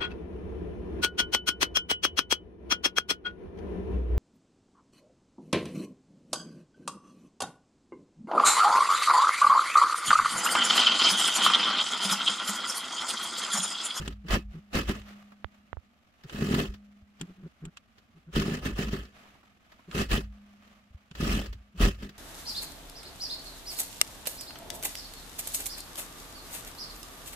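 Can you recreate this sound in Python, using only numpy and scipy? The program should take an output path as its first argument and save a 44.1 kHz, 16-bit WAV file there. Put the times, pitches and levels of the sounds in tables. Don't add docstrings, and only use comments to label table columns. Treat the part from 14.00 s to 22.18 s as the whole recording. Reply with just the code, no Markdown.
import sys
import numpy as np
from scipy import signal
from scipy.fft import rfft, irfft, next_fast_len
from scipy.io import wavfile
from scipy.ndimage import uniform_filter1d, map_coordinates

SR = 44100
rng = np.random.default_rng(int(sys.argv[2]) if len(sys.argv) > 2 else 0)


def digitize_waveform(pressure):
    field = np.atleast_2d(pressure).T
    bounded = np.clip(field, -1, 1)
    quanta = np.round(bounded * 32767).astype(np.int16)
    wavfile.write(sys.argv[1], SR, quanta)


N = 360727

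STITCH_HZ = 50.28
# at_speed_s, held_s, spin_up_s, run_down_s,
# clatter_db, knocking_db, rocking_db, swell_while_held_db
PEDAL_PRESSES = [ (0.0, 0.1, 0.03, .08, -51, -55, -39.5, -7),
                 (0.32, 0.02, 0.052, 0.066, -27.5, -33, -23, 3),
                 (0.755, 0.024, 0.039, 0.095, -30, -25.5, -27.5, -1),
                 (0.895, 0.057, 0.072, 0.11, -40.5, -43, -39.5, -7.5),
                 (2.344, 0.25, 0.11, 0.15, -40.5, -31.5, -41.5, 9),
                 (4.359, 0.048, 0.038, 0.15, -34, -26.5, -31.5, -2.5),
                 (4.45, 0.094, .1, 0.12, -40.5, -34, -45.5, 3),
                 (4.662, .035, 0.077, 0.13, -40.5, -34.5, -38.5, -9.5),
                 (4.791, 0.036, 0.066, 0.059, -35.5, -37, -42.5, 3),
                 (4.849, 0.037, .05, .08, -49, -41, -34, 5.5),
                 (4.932, 0.028, 0.042, 0.19, -41.5, -37.5, -40, -9.5),
                 (5.95, 0.052, 0.063, 0.091, -35, -30.5, -38.5, 7.5),
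                 (6.116, 0.033, 0.039, 0.094, -32, -34, -25.5, 1),
                 (7.211, 0.14, 0.071, 0.16, -36, -31.5, -30, 5.5),
                 (7.821, 0.033, 0.048, 0.093, -29, -25, -18, -0.5),
                 (8.018, 0.02, 0.13, 0.099, -51, -40, -42, 4)]
RAMP_DB = 30
RAMP_BEND = 1.15
BITE_S = 0.019
KNOCK_LINGERS, ROCK_LINGERS = 0.79, 1.185

# pitch_hz, relative density_db (dB per Hz)
STEEL_SPECTRUM = [(240, -13), (400, -10.5), (466, -15.5), (527, -13), (931, -23), (1230, -15), (1520, -18),
                  (1750, -17), (2380, -23.5), (2950, -16.5), (3600, -23.5), (7300, -36), (8640, -36.5),
                  (15700, -39.5)]
# pitch_hz, relative level_db, t60_s
HEAD_MODES = [(1244, 4, 0.045), (1721, -1.5, 0.083), (1747, 3.5, 0.039), (1910, 1, 0.032), (2067, -5, 0.05),
              (2560, -22, 0.046), (2578, 4, 0.058), (2684, 0, 0.024), (3150, -34, 0.062),
              (3070, -1.5, 0.037), (3300, -18, .06), (4000, -5.5, 0.021), (4520, -4, 0.029),
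              (5090, -5.5, 0.024), (5730, -11.5, 0.076)]
# start_s, treble_db
TREBLE_CURVE = [(0, 0.5), (.33, -2), (.85, 0), (2.5, 1.5), (4.4, 0.5), (4.9, -0.5), (6.1, 1.5), (7.3, 2.5),
                (7.9, 2)]

# start_s, peak level_db
HARD_BLOWS = [(0.077, -26.5), (0.332, -20.5), (0.37, -21.5), (0.749, -22.5), (0.789, -24), (0.897, -17),
              (2.346, -27.5), (2.422, -16), (2.511, -16.5), (2.539, -15), (2.562, -18.5), (2.582, -20),
              (2.609, -22), (3.211, -29.5), (4.366, -14), (4.419, -22), (4.481, -19), (4.519, -21.5),
              (4.66, -21), (4.79, -18.5), (4.932, -19), (5.948, -23), (6.179, -20.5), (7.202, -22.5),
              (7.228, -18.5), (7.34, -23), (7.804, -18.5), (7.83, -22.5)]
# pitch_hz, relative level_db, t60_s
TABLE_MODES = [(115, -15.5, 0.036), (159, -3.5, 0.094), (209.6, 10, 0.037), (250.4, -5.5, 0.073),
               (303.5, -3.5, 0.055), (340, -10.5, 0.076), (383.7, -6, 0.074), (521, -13.5, 0.02)]
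# start_s, fade_s, level_db (before the sway trim)
REBOUNDS_AFTER_BRAKING = [(.1, 0.26, -39), (.46, 0.17, -37), (.88, .15, -31), (1.005, 0.12, -40),
                          (2.697, 0.11, -33), (4.75, 0.15, -32.5), (4.875, 0.082, -30.5),
                          (5.0, 0.11, -35.5), (6.095, .12, -33), (6.235, 0.23, -36.5), (7.506, 0.18, -34.5),
                          (7.96, 0.26, -39.5)]
REBOUND_RISE_S = 0.094
# pitch_hz, relative density_db (dB per Hz)
SHUDDER_SPECTRUM = [(10, -17), (28, -1.5), (60, 4), (100, -0.5), (170, -28), (600, -120)]
# start_s, rms level_db (before onset and waver)
STAND_RINGS = [(0, -48.5), (.34, -52), (.9, -47), (2.55, -47), (4.95, -59), (6.15, -48.5), (7.35, -57),
               (7.85, -58)]
LEAD_SAMPLES = 7

# start_s, length_s, pitch_hz, level_db
MOTOR_NUDGES = [(0, 0.03, 149, -33.5), (.24, 0.034, 173, -38), (.53, 0.072, 161, -37.5),
                (2.24, 0.031, 146, -40), (3.195, .074, 173.6, -39), (3.27, 0.067, 185, -44.5),
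                (3.365, 0.074, 191, -47), (3.425, 0.059, 162.4, -37.5), (3.615, 0.057, 158.3, -36.5),
                (3.644, 0.056, 165, -38), (4.14, 0.062, 162.5, -52), (4.265, 0.053, 162.3, -42.5),
                (5.875, 0.034, 174, -39.5), (7.11, 0.017, 158, -41), (7.74, 0.045, 177, -43.5)]
# pitch_hz, relative density_db (dB per Hz)
GROAN_SPECTRUM = [(40, -1), (220, -4.5), (310, -1), (400, 0.5), (520, -32.5), (1500, -17), (5000, -58.5)]
# start_s, level_db (before the clack trim)
SHORT_CLACKS = [(0.057, -28.5), (0.1242, -36.5), (0.2829, -24), (0.305, -16), (0.73, -24), (0.8863, -31),
                (2.2356, -36.5), (2.3314, -31), (2.739, -33.5), (3.196, -40), (3.981, -41), (4.35, -28),
                (4.3959, -21), (4.8818, -27), (4.9248, -27), (5.051, -36.5), (5.7177, -42), (6.113, -29),
                (6.2382, -43.5), (7.1507, -28.5), (7.202, -30), (7.4582, -30.5), (7.527, -31), (7.802, -24),
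                (7.9443, -41), (8.028, -32.5), (8.0906, -32)]
# pitch_hz, relative density_db (dB per Hz)
CLACK_SPECTRUM = [(300, 8), (800, -7), (1250, 2.5), (1800, 4), (2300, -3), (2900, 0), (4600, -2),
                  (9000, -25), (15000, -19)]
# start_s, level_db (before the pat trim)
CLOTH_PATS = [(1.319, -38.5), (5.254, -44), (5.352, -46.5), (5.43, -44), (5.721, -41.5), (5.791, -42.5)]
# pitch_hz, relative density_db (dB per Hz)
PAT_SPECTRUM = [(80, -19), (220, 8), (450, -8), (800, 4), (1400, -0.5), (3000, -12), (8000, -31.5)]
# start_s, level_db and, relative to it, bright_ping_db (before trims)
STEEL_TICKS = [(0.078, -22, -11), (1.017, -38, -34), (2.2963, -28.5, -33), (3.2124, -25.5, -6),
               (3.653, -34.5, -5.5), (3.7711, -30, -18), (5.9132, -30.5, -32), (7.1128, -36, -31)]
# pitch_hz, relative density_db (dB per Hz)
TICK_SPECTRUM = [(300, -15), (1200, 7.5), (2200, 4.5), (3000, 11.5), (4800, -2.5), (9000, -14),
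                 (15000, -29)]
# start_s, snap_db (before its low-pass), snap_upper_edge_hz, push_db
PHONE_TAPS = [(1.445, -13.5, 3980, -22), (1.730, -13.5, 1900, -25.5), (1.770, -20.5, 980, -21)]
# pitch_hz, relative level_db
SNAP_SPECTRUM = [(100, 8.5), (600, 13.5), (1300, 13.5), (2050, 8.5), (2400, 0), (3400, 4), (5500, -18),
                 (9000, -41)]
# start_s, level_db
TABLE_BUMPS = [(3.023, -39.5), (6.906, -42), (6.946, -30)]

# start_s, fade_s, level_db (before the cloth trim)
CLOTH_SLIDES = [(.54, 0.19, -66.5), (1.09, 0.45, -60.5), (1.55, 0.12, -69.5), (2.2, .3, -74),
                (3.2, 0.85, -69.5), (3.982, 0.12, -74), (5.191, 0.51, -61.5), (5.458, 0.6, -73.5),
                (5.718, 0.72, -69), (6.35, 0.56, -71), (6.48, 0.46, -70.5), (6.677, 0.34, -66),
                (7.03, 0.5, -78), (7.701, 0.28, -85), (8.157, 0.32, -65.5)]
SLIDE_RISE_S, HELD_CLOTH_DB = 0.13, -76
# pitch_hz, relative density_db (dB per Hz)
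RUSTLE_SPECTRUM = [(240, -4.5), (400, -9), (488, -9.5), (685, -2), (975, -10), (1190, -1.5), (1410, -5.5),
                   (2990, -9), (9480, -30.5), (11200, -25), (15700, -34)]
# pitch_hz, relative density_db (dB per Hz)
ROOM_SPECTRUM = [(25, -20), (55, 9), (100, 1.5), (160, -5), (230, 8), (320, -11.5), (430, -16.5),
                 (620, -11), (900, -39), (2000, -30), (5000, -80)]

# pitch_hz, likeness (correlation, no unit)
STEREO_LIKENESS = [(300, 0.77), (640, .5), (1400, -0.16), (3000, 0.09), (7000, 0)]
# pitch_hz, left_minus_right_db
STEREO_LEAN = [(400, -1), (1300, -0.5), (2400, -5), (4400, 3.5), (6000, 12), (7500, 14), (10000, 5),
               (15000, 8)]
TOP_HZ = 15850


def gesture(s, held, rise, fall, db, swell_db=0):
    t = np.arange(N) / SR - s
    ramps = np.maximum(-t / max(rise, 1e-3), (t - held) / max(fall, 1e-3)).clip(0, 10)
    swell = swell_db * (np.clip(t / max(held, 1e-3), 0, 1) - .5)
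    return amp(db + swell - RAMP_DB * ramps ** RAMP_BEND)


def pedal():
    drive = np.zeros((3, N))
    for s, held, rise, fall, clatter_db, knock_db, rock_db, swell_db in PEDAL_PRESSES:
        press = [gesture(s, held, rise, fall, clatter_db, swell_db),
                 gesture(s, held, BITE_S, fall * KNOCK_LINGERS, knock_db, swell_db),
                 gesture(s, held, rise, fall * ROCK_LINGERS, rock_db, swell_db)]
        drive = np.maximum(drive, press)
    return drive


def clatter(turns, effort, depth_db=-0.5, grain=0.69, uneven_db=2.07, clatter_db=2, ring_db=-4):
    ripple_db = depth_db * (np.cos(2 * np.pi * turns) + np.cos(4 * np.pi * turns))
    drive = effort * unit(amp(ripple_db + uneven_db * wobble(110)))
    rattle = rng.standard_normal((2, N)) + grain * contacts(700)
    rattle = patchy(rattle, depth_db=2.6)
    hits = contacts(250)
    ring = np.zeros((2, N))
    for hz, db, t60 in HEAD_MODES:
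        moved_hits = np.roll(hits, rng.integers(N), axis=1)
        ring += amp(db) * struck(moved_hits * drive, hz, t60)
    ring /= np.linalg.norm(amp(np.array(HEAD_MODES)[:, 1]))
    return spread(amp(clatter_db) * coloured(rattle * drive, STEEL_SPECTRUM) + amp(ring_db) * ring)


def patchy(x, depth_db):
    z = signal.stft(x, nperseg=256)[2]
    field = rng.standard_normal(z.shape[1:])
    field = uniform_filter1d(field, size=4, axis=0)
    field = uniform_filter1d(field, size=7, axis=1)
    return unit(signal.istft(z * amp(depth_db * unit(field)), nperseg=256)[1][:, :N])


def brightened(x, edge_hz=4200):
    treble = filtered(x, lambda hz: hz ** 4 / (hz ** 4 + edge_hz ** 4))
    treble_gain = amp(np.interp(np.arange(N) / SR, *np.transpose(TREBLE_CURVE)))
    return x + treble * (treble_gain - 1)


def needle(turns, rattle, force, return_db=-6, knock_db=7, blow_db=0, ping_db=-6, ping_hz=7280):
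    t, out = clock(.12), np.zeros(N)
    ping = decay(t, 0.0081) * np.sin(2 * np.pi * ping_hz * t)
    strokes = np.flatnonzero(np.diff(np.floor(2 * turns)))
    chances = rng.standard_normal((len(strokes), 3))
    for k, (at, (late, weight, glance)) in enumerate(zip(strokes, chances)):
        add(out, at / SR, rattle[at] * amp(ping_db + 1.5 * min(glance, 2)) * ping)
        if np.abs(np.array(HARD_BLOWS)[:, 0] - at / SR).min() > .5 / STITCH_HZ:
            stroke_db = knock_db + return_db * (k % 2) + 2.9 * weight
            add(out, at / SR + 0.00062 * late, force[at] * amp(stroke_db) * knock(t))
    for s, db in HARD_BLOWS:
        add(out, s, amp(db + blow_db) * knock(t))
    return out


def knock(t):
    extra_db = rng.normal(0, 3.5, len(TABLE_MODES))
    ring = np.zeros(len(t))
    for (hz, db, t60), extra in zip(TABLE_MODES, extra_db):
        ring += amp(db + extra) * decay(t, t60) * np.sin(2 * np.pi * hz * t)
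    ring = ring * (1 - np.exp(-t / 0.0042))
    return ring / np.abs(ring).max()


def sway(rocking, rest_hz=59, soft_hz=41.45, give_db=-27, shudder=0.42, sway_db=-1):
    rebounds = [gesture(s, 0, REBOUND_RISE_S, fall, db) for s, fall, db in REBOUNDS_AFTER_BRAKING]
    swing = np.max([rocking] + rebounds, axis=0)
    pitch_hz = rest_hz + (soft_hz - rest_hz) * np.tanh(swing / amp(give_db))
    tone = np.sin(2 * np.pi * np.cumsum(pitch_hz) / SR)
    rumble = unit(filtered(rng.standard_normal(N), lambda hz: amp(along(SHUDDER_SPECTRUM, hz))))
    return amp(sway_db) * swing * unit(tone + shudder * rumble)


def stand(ring_hz=204.2, t60=2.18, waver_db=0.9):
    t, envelope = clock(2), np.zeros(N)
    for s, db in STAND_RINGS:
        add(envelope, s, amp(db) * decay(t, t60) * (1 - np.exp(-t / .01)))
    tone = np.sqrt(2) * np.sin(2 * np.pi * ring_hz * np.arange(N) / SR)
    return envelope * amp(waver_db * wobble(15)) * tone


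def motor(rough=0.12, buzz_db=-13):
    out = np.zeros(N)
    buzz = unit(filtered(rng.standard_normal(N), lambda hz: amp(along(GROAN_SPECTRUM, hz))))
    for s, length, hz, db in MOTOR_NUDGES:
        t = clock(length)
        grit = buzz[max(round(s * SR), 0):][:len(t)]
        groan = np.sin(2 * np.pi * hz * t + rough * grit) + amp(buzz_db) * grit
        add(out, s, amp(db) * np.sin(np.pi * t / length) * groan)
    return out


def clacks(clack_db=-10, t60=0.062, attack=0.0014, pat_db=-9, pat_t60=0.071, pat_attack=0.00072):
    t, rattles, pats = clock(.12), np.zeros((2, N)), np.zeros((2, N))

    def puff(t60, attack):
        return decay(t, t60) * (1 - np.exp(-t / attack)) * rng.standard_normal((2, len(t)))

    for s, db in SHORT_CLACKS:
        add(rattles, s, amp(db + clack_db) * puff(t60, attack))
    for s, db in CLOTH_PATS:
        add(pats, s, amp(db + pat_db) * puff(pat_t60, pat_attack))
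    return spread(coloured(rattles, CLACK_SPECTRUM) + coloured(pats, PAT_SPECTRUM))


def ticks(tick_db=-9, scrape_db=-11, tick_t60=0.034, ping_db=-3, ping_hz=7500):
    t, cracks, pings = clock(.04), np.zeros((2, N)), np.zeros((2, N))

    def burst(t60):
        return decay(t, t60) * rng.standard_normal((2, len(t)))

    for s, db, bright_db in STEEL_TICKS:
        add(cracks, s - len(t) / SR, amp(db + scrape_db) * burst(0.018)[:, ::-1])
        add(cracks, s, amp(db) * burst(tick_t60))
        add(pings, s, amp(db + bright_db + ping_db) * burst(0.024))
    return amp(tick_db) * spread(coloured(cracks, TICK_SPECTRUM)) + struck(pings, ping_hz, t60=0.0039)


def handling(push_hz=68, bump_hz=72, far_db=-26):
    t, taps, bumps = clock(.12), np.zeros(N), np.zeros(N)

    def thud(hz, t60):
        return -2 * np.sin(2 * np.pi * hz * t) * decay(t, t60) * (1 - np.exp(-t / 0.0091))

    for s, snap_db, edge_hz, push_db in PHONE_TAPS:
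        snap = signal.lfilter(*signal.butter(2, edge_hz, fs=SR), impulse(SNAP_SPECTRUM))
        add(taps, s, amp(snap_db) * snap)
        add(taps, s + 0.0014, amp(push_db) * thud(push_hz, 0.048))
    for s, db in TABLE_BUMPS:
        add(bumps, s, amp(db) * thud(bump_hz, 0.054))
    return taps * amp([[far_db], [0]]) + bumps


def workshop(cloth_db=7.5, grain=0.38, room_db=-68):
    fibres = rng.standard_normal((2, N)) + grain * contacts(250)
    fibres = unit(fibres * amp(1.5 * wobble(120)))
    slides = sum(gesture(s, 0, SLIDE_RISE_S, fall, db) ** 2 for s, fall, db in CLOTH_SLIDES)
    stroke = np.sqrt(amp(HELD_CLOTH_DB) ** 2 + slides) * amp(wobble(25))
    cloth = spread(coloured(fibres, RUSTLE_SPECTRUM)) * stroke * amp(cloth_db)
    air = filtered(rng.standard_normal((2, N)), lambda hz: amp(along(ROOM_SPECTRUM, hz)))
    return cloth + unit(spread(air)) * amp(room_db + 0.87 * wobble(3.46))


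def amp(db):
    return 10 ** (np.asarray(db) / 20)


def unit(x):
    return x / np.sqrt(np.mean(x ** 2) + 1e-20)


def along(points, hz):
    f, v = np.transpose(points)
    return np.interp(np.log(hz + 1), np.log(f + 1), v)


def clock(seconds):
    return np.arange(int(seconds * SR)) / SR


def wobble(rate):
    knots = rng.standard_normal(int(N * rate / SR) + 4)
    return map_coordinates(knots, [np.arange(N) * rate / SR])


def contacts(rate):
    return unit((rng.random((2, N)) < rate / SR) * rng.standard_normal((2, N)))


def decay(t, t60):
    return np.exp(-np.log(1000) * t / max(t60, 1e-3))


def struck(x, hz, t60):
    radius = decay(1 / SR, t60)
    gain = np.sqrt((1 - radius ** 2) / 2)
    return signal.lfilter([gain, 0, -gain], [1, -2 * radius * np.cos(2 * np.pi * hz / SR), radius ** 2], x)


def filtered(x, gain):
    m = next_fast_len(N + SR // 2)
    return irfft(rfft(x, m) * gain(np.fft.rfftfreq(m, 1 / SR)), m)[..., :N]


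def impulse(spectrum):
    size = 2048
    cepstrum = irfft(np.log(amp(along(spectrum, np.fft.rfftfreq(size, 1 / SR)))))
    click = irfft(np.exp(rfft(2 * cepstrum[:size // 2], size)))
    return click / np.abs(click).max()


def coloured(x, spectrum):
    body = impulse(spectrum)
    return signal.fftconvolve(x, body[None] / np.linalg.norm(body), axes=1)[:, :N]


def add(track, s, sound):
    room = track[..., max(round(s * SR), 0):]
    room[..., :sound.shape[-1]] += sound[..., :room.shape[-1]]


def spread(pair):
    def mid_side_gains(hz):
        turn = np.arccos(np.clip(along(STEREO_LIKENESS, hz), -1, 1)) / 2
        return np.array([np.cos(turn), np.sin(turn)])

    mid, side = filtered(pair, mid_side_gains)
    halves = np.array([[.5], [-.5]])
    return filtered(np.array([mid + side, mid - side]), lambda hz: amp(along(STEREO_LEAN, hz) * halves))


def scene():
    turns = np.cumsum(STITCH_HZ * (1 + 0.02486 * wobble(8))) / SR
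    rattle, force, rocking = pedal()
    table = needle(turns, rattle, force) + sway(rocking) + stand() + motor()
    table = np.array([table, np.pad(table, (LEAD_SAMPLES, 0))[:N]])
    return table + brightened(clatter(turns, rattle) + clacks()) + ticks() + handling() + workshop()


def record(dry):
    return filtered(dry, lambda hz: np.clip((TOP_HZ - hz) / 300 + .5, 0, 1) ** 2)


dry = scene()
out = record(dry)
digitize_waveform(out)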